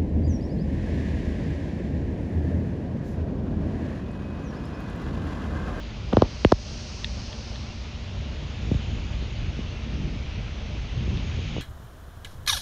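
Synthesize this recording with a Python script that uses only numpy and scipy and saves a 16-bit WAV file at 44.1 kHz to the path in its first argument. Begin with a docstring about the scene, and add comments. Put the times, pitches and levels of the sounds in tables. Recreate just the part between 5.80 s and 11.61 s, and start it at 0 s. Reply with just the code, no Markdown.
"""A harbour promenade in a breeze, heard from a hand-held camera panning past a moored ship.
Eddies rumble on the microphone over the far wash of port and town and a faint machinery hum.
A bright hiss swells while the camera faces the ship; pine needles rustle more as the breeze rises.
Knocks and finger scuffs on the camera body come early, soft wind thumps on the microphone later.
Something small and hard clicks. A limiter ducks everything on the hardest knocks."""
import sys
import numpy as np
from scipy import signal
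from scipy.fft import rfft, irfft
from scipy.io import wavfile
from scipy.ndimage import uniform_filter1d

SR = 44100
rng = np.random.default_rng(int(sys.argv[2]) if len(sys.argv) > 2 else 0)


def waveform_to_disk(signal):
    """Save audio, clipped to [-1, 1], as 16-bit WAV at the path in sys.argv[1]."""
    frames = np.transpose(np.atleast_2d(signal))
    scaled = np.clip(frames, -1, 1) * 32767
    samples = np.round(scaled).astype(np.int16)
    wavfile.write(sys.argv[1], SR, samples)


N = 256220
TIME = np.arange(N) / SR


def amp(db):
    return 10 ** (np.asarray(db) / 20)


def unit_rms(x):
    return x / np.sqrt(np.mean(x ** 2) + 1e-20)


def spectrum_db(points, hz):
    """Level at hz, interpolated in log frequency."""
    points_hz, db = np.transpose(points)
    return np.interp(np.log(hz + 1e-3), np.log(points_hz), db)


def follow(curve):
    """A (time, value) curve at every sample."""
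    return np.interp(TIME, *np.transpose(curve))


def add(mix, start_s, sound):
    part = mix[round(start_s * SR):][:len(sound)]
    part += sound[:len(part)]


def noise(spectrum):
    """Steady coloured noise, rms 1."""
    colour = amp(spectrum_db(spectrum, np.fft.rfftfreq(N, 1 / SR)))
    return unit_rms(irfft(rfft(rng.standard_normal(N)) * colour, N))


def steadied(x, span_s):
    """Levels out slow swells, keeps fast flutter."""
    window = signal.windows.hann(int(span_s * SR))
    power = signal.fftconvolve(x ** 2, window / window.sum(), "same")
    return x / np.sqrt(power + 1e-9)


def patchy_noise(spectrum, shift, patch_db):
    """Noise with random time-frequency patches, rms 1; shift scales the spectrum's frequencies."""
    hz, frame_s, bins = signal.stft(rng.standard_normal(N), SR, nperseg=512, noverlap=384)
    patches = uniform_filter1d(rng.standard_normal(bins.shape), size=7, axis=0)
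    patches = unit_rms(uniform_filter1d(patches, size=20, axis=1))
    frame_shift = np.interp(frame_s, TIME, shift * np.ones(N))
    gain = amp(spectrum_db(spectrum, hz[:, None] / frame_shift) + patch_db * patches)
    _, sound = signal.istft(bins * gain, SR, nperseg=512, noverlap=384)
    return unit_rms(sound[:N])


# Large and small eddies: (frequency [Hz], relative density [dB])
RUMBLE_SPECTRUM = [(15, -26.5), (28, -19.5), (42, -2.5), (60, 1), (90, -3), (125, -12), (180, -20.5),
                   (300, -36), (700, -89)]
BUFFET_SPECTRUM = [(60, -24.5), (110, 0), (145, 3), (220, -3.5), (300, -9), (450, -19), (800, -34.5),
                   (2000, -72.5)]
# Breeze, freshening on the open promenade: (time [s], relative level [dB])
BREEZE_CURVE = [(0, -39), (2.1, -37), (2.8, -35), (4.9, -33.5), (5.5, -36), (5.81, -35.5)]
# Gusts: (peak time [s], half-power width [s], relative rumble [dB], relative buffet [dB])
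GUSTS = [(0.24, .12, -34.5, -47), (1.36, 0.13, -35.5, -43.5), (2.41, 0.15, -34, -43.5),
         (2.635, 0.067, -38, -38), (2.9, 0.13, -30.5, -34.5), (3.13, 0.14, -29, -35.5),
         (3.36, .2, -32, -51), (3.656, 0.11, -29, -38.5), (3.82, 0.074, -34, -36), (4.227, 0.18, -33, -31),
         (4.59, 0.12, -34, -42.5), (5.005, 0.042, -33, -49), (5.194, 0.083, -27.5, -36.5),
         (5.328, 0.12, -29, -30.5), (5.558, 0.24, -30, -37.5), (5.755, 0.069, -48, -33.5)]


def wind(rumble_gain_db=0.76, buffet_gain_db=-1.0, breeze_buffet_db=-9.0):
    """Large eddies rumble on the microphone, small ones flutter; gusts add power to the breeze."""
    breeze_db = follow(BREEZE_CURVE)
    rumble_power = amp(breeze_db) ** 2
    buffet_power = amp(breeze_db + breeze_buffet_db) ** 2
    for peak_s, width_s, rumble_db, buffet_db in GUSTS:
        swell = 0.5 ** ((2 * (TIME - peak_s) / width_s) ** 2)
        rumble_power += amp(rumble_db) ** 2 * swell
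        buffet_power += amp(buffet_db) ** 2 * swell
    rumble = np.sqrt(rumble_power) * steadied(noise(RUMBLE_SPECTRUM), span_s=0.13)
    buffet = np.sqrt(buffet_power) * steadied(noise(BUFFET_SPECTRUM), span_s=0.37)
    return amp(rumble_gain_db) * rumble + amp(buffet_gain_db) * buffet


# Distant wash: (unshifted frequency [Hz], relative density [dB])
WASH_SPECTRUM = [(30, 3.5), (120, 4.5), (300, -1), (450, -1.5), (650, -4.5), (950, -7), (1700, -12),
                 (2900, -10), (4200, -14), (5500, -18), (6500, -22), (7100, -27.5), (7600, -38),
                 (8800, -42.5)]


def harbour_wash(level_db=-42.5):
    """Port, town and water, blurred by distance into an even wash."""
    return amp(level_db) * patchy_noise(WASH_SPECTRUM, shift=0.99, patch_db=1.24)


# Camera pan, also for hiss and pines: (time [s], angle off the ship [deg])
HEADING_CURVE = [(0, 60), (.5, 19), (.95, 2), (1.6, 15), (2.4, 46), (3.0, 100), (4.2, 78), (5.1, 97),
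                 (5.81, 187)]
# Machinery tones: (frequency [Hz], width [Hz], level facing the ship [dB])
HUM_TONES = [(59.7, 3, -42), (119.7, 8, -49), (206.5, 8.6, -50.5), (229.3, 6.3, -49.5), (597, 12, -56)]


def machinery_hum(fade_db_per_deg_khz=0.08):
    """Wavering tones across the water; higher ones are more directional and fade more off axis."""
    hz = np.fft.rfftfreq(N, 1 / SR)
    heading_deg = follow(HEADING_CURVE)
    hum = np.zeros(N)
    for centre_hz, width_hz, level_db in HUM_TONES:
        resonance = 1 / (1 + (2 * (hz - centre_hz) / width_hz) ** 2)
        tone = irfft(rfft(rng.standard_normal(N)) * resonance, N)
        fade_db = fade_db_per_deg_khz * heading_deg * centre_hz / 1000
        hum += amp(level_db - fade_db) * steadied(tone, span_s=0.37)
    return hum


# Ship's hiss, head-on: (frequency [Hz], relative density [dB])
HISS_SPECTRUM = [(2000, -34), (2600, -3.5), (3500, -12.5), (4300, 0), (5300, 0.5), (6300, -3), (6900, -10),
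                 (7600, -23), (8800, -25), (10000, -38)]


def ship_hiss(head_on_db=-46, head_on_hz=5300, half_power_deg=19.4, dulling_hz_per_deg=11):
    """A hiss, loudest and brightest when the microphone points at the ship."""
    heading_deg = follow(HEADING_CURVE)
    facing = np.sqrt(0.5 ** ((heading_deg / half_power_deg) ** 2))
    centre_hz = head_on_hz - dulling_hz_per_deg * heading_deg
    return amp(head_on_db) * facing * patchy_noise(HISS_SPECTRUM, centre_hz / head_on_hz, patch_db=0.45)


# Needle rustle, centred on reference_hz: (frequency [Hz], relative density [dB])
RUSTLE_SPECTRUM = [(900, -25.5), (1300, -6.5), (1750, -7.5), (2250, -1), (2800, 1), (3400, -2.5),
                   (4200, -9), (5300, -16), (6600, -12.5), (7500, -45.5)]
# Drift of its colour: (time [s], centre [Hz])
RUSTLE_DRIFT = [(0, 2850), (3.2, 2920), (4.3, 2650), (4.8, 2650), (5.5, 2870)]


def pines(base_db=-54.5, turn_db_per_deg=0.0549, db_per_breeze_db=0.4557, calm_db=-39, reference_hz=2800):
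    """Needles rustle, louder as the breeze rises and the camera turns from ship to trees."""
    turn_db = turn_db_per_deg * follow(HEADING_CURVE)
    wind_db = db_per_breeze_db * (follow(BREEZE_CURVE) - calm_db)
    shift = follow(RUSTLE_DRIFT) / reference_hz
    return amp(base_db + turn_db + wind_db) * patchy_noise(RUSTLE_SPECTRUM, shift, patch_db=1.35)


# Knocks on the camera body, then from 2.91 s soft wind thumps on the microphone:
# (time [s], peak [dB], thud corner [Hz], thud edge [Hz], relative tick [dB], tick centre [Hz])
THUMPS = [(0.3278, -17.5, 990, 1820, -41, 2520), (0.332, -10, 380, 1300, -25.5, 2850),
          (0.3689, -3.5, 620, 1730, -26.5, 3360), (0.3784, -16.5, 200, 1200, -48, 3000),
          (0.4205, -2.5, 620, 1450, -27, 3670), (0.6478, -1, 453, 3300, -16.5, 2500),
          (0.7183, -14, 810, 2220, -39, 3500), (0.7213, 0.5, 620, 2100, -27.5, 4300),
          (2.9133, -13, 245, 1100, -46, 3600), (2.944, -15, 141, 600, -38.5, 3000),
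          (3.422, -30.5, 413, 890, -49, 3000), (3.7880, -24, 270, 895, -50, 3000),
          (5.275, -22, 208, 800, -50, 3000), (5.587, -27.5, 336, 1000, -38, 3000),
          (5.7643, -24, 666, 1100, -41, 3000), (5.7800, -26, 500, 890, -51, 3000)]
# Dull body, before roll-off: (frequency [Hz], relative level [dB])
THUD_SPECTRUM = [(20, -18), (45, 2), (85, 6.5), (130, 2), (200, 3.5), (400, 4)]
# Bright onset, centred on tick_reference_hz: (frequency [Hz], relative level [dB])
TICK_SPECTRUM = [(800, -24.5), (1500, -13.5), (2000, -6.5), (2700, -1.5), (3300, -1), (4100, -2),
                 (5100, -15.5), (6300, -19.5), (12000, -54)]
# Dips in the casing's response: (centre [Hz], width [Hz], depth [dB])
CASING_DIPS = [(760, 140, 3), (2420, 310, 12.5)]


def knocks_and_wind_thumps(lag_cycles=1.35, rolloff_order=2.91, tick_reference_hz=3300, fft_size=8192):
    """Dispersed pulses: all frequencies lag by equal cycles, so each pulse sweeps down into a thud."""
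    hz = np.fft.rfftfreq(fft_size, 1 / SR) + 1e-3
    sweep = np.exp(-2j * np.pi * lag_cycles * np.log(hz / hz[-1]))
    casing = amp(-sum(depth_db * 0.5 ** ((2 * (hz - centre_hz) / width_hz) ** 2)
                      for centre_hz, width_hz, depth_db in CASING_DIPS))
    thumps = np.zeros(N)
    for start_s, peak_db, corner_hz, edge_hz, tick_db, tick_hz in THUMPS:
        thud = amp(spectrum_db(THUD_SPECTRUM, hz)) / np.hypot(1, (hz / corner_hz) ** rolloff_order)
        thud /= np.hypot(1, (hz / edge_hz) ** 10)  # steep cut-off
        tick = amp(tick_db + spectrum_db(TICK_SPECTRUM, hz * tick_reference_hz / tick_hz))
        pulse = irfft((thud + tick) * casing * sweep)[:fft_size // 2]
        add(thumps, start_s, amp(peak_db) * pulse / abs(pulse).max())
    return thumps


# Scuffs: (time [s], level [dB])
SCUFFS = [(0.331, -24.5), (0.379, -27.5), (.419, -23)]
# Skin friction: (frequency [Hz], relative density [dB])
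SCUFF_SPECTRUM = [(80, -5), (200, 6), (450, -4), (1000, -11.5), (1500, -22), (3000, -30), (7000, -55)]


def finger_scuffs(attack_s=0.011, t60_s=0.14):
    """Skin rubs on the casing as the grip shifts."""
    envelope = np.zeros(N)
    for peak_s, level_db in SCUFFS:
        age_s = TIME - peak_s
        rise = np.clip(1 + age_s / attack_s, 0, 1)
        envelope += rise * amp(level_db - 60 * np.maximum(age_s, 0) / t60_s)
    return envelope * noise(SCUFF_SPECTRUM)


# Clicks: (time [s], peak [dB], T60 [s])
CLICKS = [(1.2443, -15.5, 0.016), (1.529, -29, .012), (1.7575, -30, 0.018), (5.3731, -30.5, 0.023)]
# Their modes: (frequency [Hz], relative level [dB])
CLICK_MODES = [(1800, -2.5), (2050, -7), (2650, -3.5), (3350, 2), (3700, 1), (4250, -4)]


def clicks(band_hz=(1600, 4600)):
    """Something small and hard snaps: short modes plus a puff of grit, band-passed."""
    t = TIME[:SR // 20]
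    bandpass = signal.butter(3, band_hz, "bandpass", fs=SR, output="sos")
    snaps = np.zeros(N)
    for start_s, peak_db, t60_s in CLICKS:
        ring = sum(amp(db) * np.sin(2 * np.pi * (hz * t + rng.random())) for hz, db in CLICK_MODES)
        grit = rng.standard_normal(len(t))
        snap = signal.sosfilt(bandpass, (unit_rms(ring) + grit) * amp(-60 * t / t60_s))
        add(snaps, start_s, amp(peak_db) * snap / abs(snap).max())
    return snaps


def scene():
    """Mono sum at the microphone."""
    background = wind() + harbour_wash() + machinery_hum() + ship_hiss() + pines()
    return (background + knocks_and_wind_thumps() + finger_scuffs() + clicks())[None]


def record(dry, ceiling_db=-3, recovery_db_per_s=26, cutoff_hz=9200):
    """A limiter ducks on hard knocks and lets the background swell back; then a low-pass."""
    over_db = np.maximum(20 * np.log10(abs(dry[0]) + 1e-9) - ceiling_db, 0)
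    recovery_db = recovery_db_per_s * TIME
    reduction_db = np.maximum.accumulate(over_db + recovery_db) - recovery_db
    limited = dry * amp(-uniform_filter1d(reduction_db, size=9))
    lowpass = signal.firwin(255, cutoff_hz, window=("kaiser", 8), fs=SR)
    return signal.oaconvolve(limited, lowpass[None], "same")


dry = scene()
out = record(dry)
waveform_to_disk(out)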